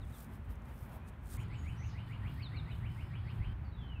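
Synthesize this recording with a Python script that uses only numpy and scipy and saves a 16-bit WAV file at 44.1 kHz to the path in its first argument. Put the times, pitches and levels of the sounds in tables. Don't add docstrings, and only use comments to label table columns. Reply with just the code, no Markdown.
import sys
import numpy as np
from scipy import signal
from scipy.fft import rfft, irfft
from scipy.io import wavfile

SR = 44100
rng = np.random.default_rng(int(sys.argv[2]) if len(sys.argv) > 2 else 0)


def persist_wave(psi):
    counts = np.round(np.clip(psi, -1, 1) * 32767).astype(np.int16)
    wavfile.write(sys.argv[1], SR, np.atleast_2d(counts).T)


N = 176400
CHANGES_S = (1.372, 3.535)


def undb(db):
    return 10 ** (np.asarray(db) / 20)


def clock():
    return np.arange(N) / SR


def ramp(x):
    return np.sin(np.pi / 2 * np.clip(x, 0, 1)) ** 2


def walk(rate_hz):
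    hz = np.arange(N // 2 + 1) * SR / N
    motion = irfft(rfft(rng.standard_normal(N)) * np.exp(-.5 * (hz / rate_hz) ** 2), N)
    return motion / np.sqrt(np.mean(motion ** 2))


def colour(x, points):
    hz, db = np.array(points).T
    bins_hz = np.maximum(np.arange(N // 2 + 1) * SR / N, 1)
    gain = undb(np.interp(np.log(bins_hz), np.log(hz), db))
    low_cut = np.minimum(bins_hz / hz[0], 1) ** 2
    shaped = irfft(rfft(x) * gain * low_cut, N)
    return shaped / shaped.std()


def whistle(hz):
    return np.sqrt(2) * np.sin(2 * np.pi * np.cumsum(hz) / SR)


def trees(x, wet_db, t60_s, onset_s):
    t = clock()[:SR]
    tail = rng.standard_normal(SR) * ramp(t / onset_s) * np.exp(-np.log(1000) * t / t60_s)
    return x + undb(wet_db) * signal.fftconvolve(x, tail / np.linalg.norm(tail))[:N]


def stretches():
    first, second = (ramp((clock() - s) / .0051 + .5) for s in CHANGES_S)
    return 1 - first, first - second, second


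def background(gates):
    # frequency in Hz, relative level in dB.
    air_first = [(22, -36), (35, -10), (55, 4), (80, 1.5), (125, -3.5), (175, -12.5), (235, -10.5),
                 (310, -23.5), (365, -20), (450, -25), (620, -25.5), (900, -25), (1500, -28.5),
                 (2400, -35.5), (3400, -43), (5000, -56), (7000, -57.5), (15500, -57)]
    air_middle = [(22, -28), (35, -10), (55, 0.5), (95, 1.5), (140, -4), (190, -12), (260, -18.5),
                  (340, -23.5), (480, -30.5), (650, -29.5), (1000, -26.5), (1600, -31), (2400, -37.5),
                  (3400, -43), (4500, -62), (5700, -63), (7200, -60.5), (9000, -57), (15500, -62.5)]
    air_last = [(20, -28), (35, -5.5), (55, 4), (100, 0), (150, -7), (240, -16.5), (340, -24.5),
                (550, -29.5), (950, -26.5), (1600, -31.5), (2400, -36), (3400, -46), (5000, -57),
                (7000, -63), (15500, -61.5)]
    air_db = (-45.5, -43, -44)
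    # time in seconds, gain in dB.
    wind = [(0, 2), (.3, -8.5), (.48, 5), (.7, -2.5), (1.0, -4.5), (1.35, -0.5), (1.85, 2.5), (2.1, -4),
            (2.55, 2.5), (3.0, -1), (3.33, 3), (3.44, 7), (3.701, 1), (4, 1.5)]
    air = sum(gate * undb(db) * colour(rng.standard_normal(N), spectrum)
              for gate, db, spectrum in zip(gates, air_db, (air_first, air_middle, air_last)))
    rumble = signal.sosfiltfilt(signal.butter(2, 102, fs=SR, output="sos"), air)
    gust = undb(np.interp(clock(), *np.array(wind).T) + 2.5 * walk(22))
    return rumble * gust + (air - rumble) * undb(walk(7.3))


def chips():
    # start in seconds, length in seconds, first pitch in Hz, last pitch in Hz, level in dB.
    calls = [(.001, .055, 4400, 3200, -71), (0.115, 0.064, 4250, 3180, -71),
             (2.062, 0.036, 3900, 3150, -76), (2.416, 0.07, 4920, 3394, -56),
             (2.554, .061, 4700, 3444, -59), (2.698, 0.055, 4300, 3410, -67),
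             (3.26, 0.045, 5200, 3900, -76), (3.87, 0.024, 4500, 3820, -70)]
    bend, attack_s, release_s = 1.1, .022, .014
    song, waver = np.zeros(N), 1 + .01 * walk(300)
    for start, length, first_hz, last_hz, db in calls:
        age = clock() - start
        on = (age > 0) & (age < length)
        age = age[on]
        hz = first_hz + (last_hz - first_hz) * np.expm1(-bend * age / length) / np.expm1(-bend)
        envelope = ramp(age / attack_s) * ramp((length - age) / release_s)
        song[on] += undb(db) * envelope * whistle(hz * waver[on])
    near = trees(song * undb(1.5 * walk(70)), wet_db=-7, t60_s=.05, onset_s=.007)
    return trees(near, wet_db=-9.5, t60_s=.75, onset_s=.045)


def grass_ticks(per_s=5000, spread_db=2.4):
    sizes = undb(spread_db * np.minimum(rng.exponential(size=N), 4))
    return rng.standard_normal(N) * sizes * (rng.random(N) < per_s / SR)


def footsteps(gates):
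    # peak, rise and fall in seconds, level in dB, weight of the lower rustle in dB.
    swishes = [(.10, 0.11, .016, -82, 5.5), (.208, 0.076, 0.044, -61.5, -1.5),
               (.355, 0.052, 0.022, -71, -2), (.455, 0.023, .02, -83.5, 2), (.51, 0.018, 0.033, -68, -5.5),
               (.675, 0.04, 0.046, -78, -2), (.82, 0.096, 0.051, -67.5, -5.5),
               (.95, 0.061, 0.031, -67.5, -6), (1.089, 0.024, 0.013, -73, 4.5),
               (1.348, 0.073, 0.05, -62, 4), (1.405, .015, 0.031, -74.5, 5.5), (1.7, 0.11, .07, -82, 7.5),
               (1.87, .025, .025, -82, 0), (2.09, 0.032, .035, -80, 2.5),
               (2.355, 0.099, 0.075, -73.5, -3.5), (2.76, 0.046, 0.055, -77, 0),
               (2.98, 0.11, 0.11, -77, 0.5), (3.355, 0.049, 0.046, -79, 0)]
    # frequency in Hz, relative level in dB.
    blades = [(2000, -21), (5500, -9.5), (7500, -28), (9000, -8), (11400, -5), (12600, 0), (14000, 1),
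              (16000, -5)]
    rustle = [(700, -19), (2000, -6), (3500, 7.5), (5500, 5), (7800, 10), (8700, 14), (10000, 9.5),
              (12000, 5), (16000, -9)]
    tips, drag, t = np.zeros(N), np.zeros(N), clock()
    for peak, rise, fall, db, rustle_db in swishes:
        width = np.where(t < peak, rise, fall)
        gate = gates[np.searchsorted(CHANGES_S, peak)]
        swell = undb(db) * np.exp(-((t - peak) / width) ** 2) * gate
        tips += swell
        drag += swell * undb(rustle_db - 1.5)
    grass = tips * colour(grass_ticks(), blades) + drag * colour(grass_ticks(), rustle)
    return grass * undb(.97 * walk(70))


def stalks(fade_s=.0039):
    # start in seconds, level in dB.
    flicks = [(.097, -69), (.508, -69), (.555, -68), (.62, -72), (.655, -69), (.692, -73), (.779, -70),
              (1.433, -67), (1.482, -71), (1.658, -71)]
    # frequency in Hz, relative level in dB.
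    spectrum = [(1500, -20), (3500, -3), (6000, 5), (9000, 2), (16000, -10)]
    t = clock()
    envelope = sum(undb(db) * (t > start) * np.exp(-np.abs(t - start) / fade_s) for start, db in flicks)
    return envelope * colour(rng.standard_normal(N), spectrum)


def footfall():
    scuff = (0.953, 0.049, -58.5)
    # frequency in Hz, relative level in dB.
    turf = [(300, -15), (600, 16), (950, 13), (1500, 1), (4000, -15), (9000, -40)]
    peak, half, db = scuff
    return undb(db) * np.exp(-((clock() - peak) / half) ** 2) * colour(rng.standard_normal(N), turf)


def thin_notes(edge_s=.042):
    # start and length in seconds, first and last pitch in Hz, level in dB,
    # roughness as a share of the pitch.
    notes = [(0.962, 0.13, 2270, 2650, -74, .006), (1.365, 0.073, 6910, 6810, -72.5, .003),
             (1.508, .11, 8200, 7100, -82, .035), (1.56, 0.079, 6790, 6740, -70, 0.011),
             (1.65, .06, 6840, 6800, -75, 0.0092), (1.752, 0.15, 5750, 6500, -72.5, 0.038),
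             (1.851, 0.083, 6500, 6320, -76, 0.068), (1.858, 0.11, 5660, 4140, -72, 0.12),
             (2.10, 0.061, 6830, 6800, -86, .003), (2.87, .25, 5100, 5030, -87, .05)]
    song, shake = np.zeros(N), walk(400)
    for start, length, first_hz, last_hz, db, rough in notes:
        age = clock() - start
        on = (age > 0) & (age < length)
        age = age[on]
        hz = first_hz + (last_hz - first_hz) * age / length
        envelope = ramp(age / edge_s) * ramp((length - age) / edge_s)
        song[on] += undb(db) * envelope * whistle(hz * (1 + rough * shake[on]))
    return trees(song * undb(1.4 * walk(90)), wet_db=-2, t60_s=.27, onset_s=.0099)


def trill():
    # end of the sweep in seconds, top pitch in Hz, level in dB,
    # time constant of the climb in seconds, level of the held top against the sweep in dB.
    notes = [(1.408, 3170, -62, 0.026, -10), (1.556, 3120, -61.5, .035, -11),
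             (1.702, 3060, -60.5, .037, -13), (1.85, 2940, -62, 0.03, -13), (1.994, 3024, -62, 0.028, -6.5),
             (2.139, 3113, -60.5, 0.024, -11.5), (2.283, 3216, -60, .024, -9),
             (2.427, 3224, -60.5, 0.024, -13), (2.571, 2910, -59, 0.028, -18),
             (2.721, 3143, -60.5, .029, -14), (2.868, 3030, -60.5, 0.023, -12),
             (3.017, 3090, -62, 0.028, -11), (3.163, 3265, -61, 0.024, -8), (3.306, 3210, -61.5, .025, -12),
             (3.454, 3140, -62.5, 0.029, -5.5)]
    base_hz, swell_db = 1700, 6.5
    sweep_s, attack_s, drop_s, fade_s = .078, .026, .003, .06
    song, waver = np.zeros(N), 1 + .018 * walk(200)
    for top_s, top_hz, db, bend_s, held_db in notes:
        past_top = clock() - top_s
        on = (past_top > -sweep_s) & (past_top < fade_s * 4)
        past_top = past_top[on]
        climb = np.exp(np.minimum(past_top, 0) / bend_s)
        hz = base_hz + (top_hz - base_hz) * climb
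        swell = ramp((past_top + sweep_s) / attack_s) * undb(swell_db * (ramp(2 * climb) - 1))
        drop = undb(held_db * ramp(past_top / drop_s + .5))
        fade = np.exp(-np.maximum(past_top, 0) / fade_s)
        song[on] += undb(db) * swell * drop * fade * whistle(hz * waver[on])
    near = trees(song * undb(1.3 * walk(80)), wet_db=-2, t60_s=.11, onset_s=.012)
    return trees(near, wet_db=-4.5, t60_s=.4, onset_s=.012)


def chorus():
    # time in seconds, level in dB.
    levels = [(1.38, -82), (1.52, -73.5), (1.7, -79.5), (2.0, -75), (2.2, -79.5), (2.36, -75),
              (2.72, -79.5), (2.85, -85), (3.02, -80.5), (3.2, -77.5), (3.4, -76.5), (3.53, -83)]
    # frequency in Hz, relative level in dB.
    band = [(2600, -33), (3500, 2.5), (4400, 1), (5100, -4), (5700, -19), (8000, -50)]
    swell = undb(np.interp(clock(), *np.array(levels).T) + 2 * walk(16))
    return swell * colour(rng.standard_normal(N), band)


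def engine():
    # pitch in Hz, level in dB, wander as a share of the pitch,
    # peak and half length of the swell in seconds.
    partials = [(112.9, -48, 0.015, 3.5, 6.2), (142.7, -52, 0.0186, 2.85, 0.83),
                (263.5, -62.5, 0.026, 2.36, 0.34), (365.8, -71.5, 0.00483, 2.98, 0.77),
                (1530, -75, 0.0016, 2.8, 1.3)]
    drone = np.zeros(N)
    for hz, db, wander, peak, half in partials:
        swell = undb(db + 2 * walk(3.6)) * np.exp(-((clock() - peak) / half) ** 2)
        drone += swell * whistle(hz * (1 + wander * walk(8.57)))
    return drone


def slur(echo_s=.036, echo_db=-9):
    # time in seconds, pitch in Hz, level in dB.
    contour = [(3.646, 4820, -84), (3.655, 4530, -70.5), (3.666, 4440, -79), (3.685, 4430, -78),
               (3.711, 4300, -88), (3.724, 3900, -75), (3.751, 3835, -70), (3.766, 3560, -81),
               (3.789, 3460, -66), (3.813, 3400, -66), (3.831, 3106, -65), (3.88, 3066, -68),
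               (3.897, 3035, -59), (3.918, 2980, -59.5), (3.94, 2880, -68), (3.962, 2650, -62),
               (4.0, 2550, -70)]
    t = clock()
    times, hz, db = np.array(contour).T
    tone = whistle(np.interp(t, times, hz) * (1 + .01 * walk(220)))
    call = tone * undb(np.interp(t, times, db) + 1.5 * walk(60)) * (t > times[0])
    echo = undb(echo_db) * np.interp(t - echo_s, t, call)
    return trees(call + echo, wet_db=-4.5, t60_s=.26, onset_s=.012)


def scene():
    gates = stretches()
    middle = gates[1] * (trill() + chorus() + engine())
    birds = chips() + thin_notes() + slur()
    shoes = footsteps(gates) + stalks() + footfall()
    return (background(gates) + birds + shoes + middle)[None]


def record(dry, top_hz=15600):
    return signal.sosfilt(signal.ellip(10, .1, 70, top_hz, fs=SR, output="sos"), dry)


dry = scene()
out = record(dry)
persist_wave(out)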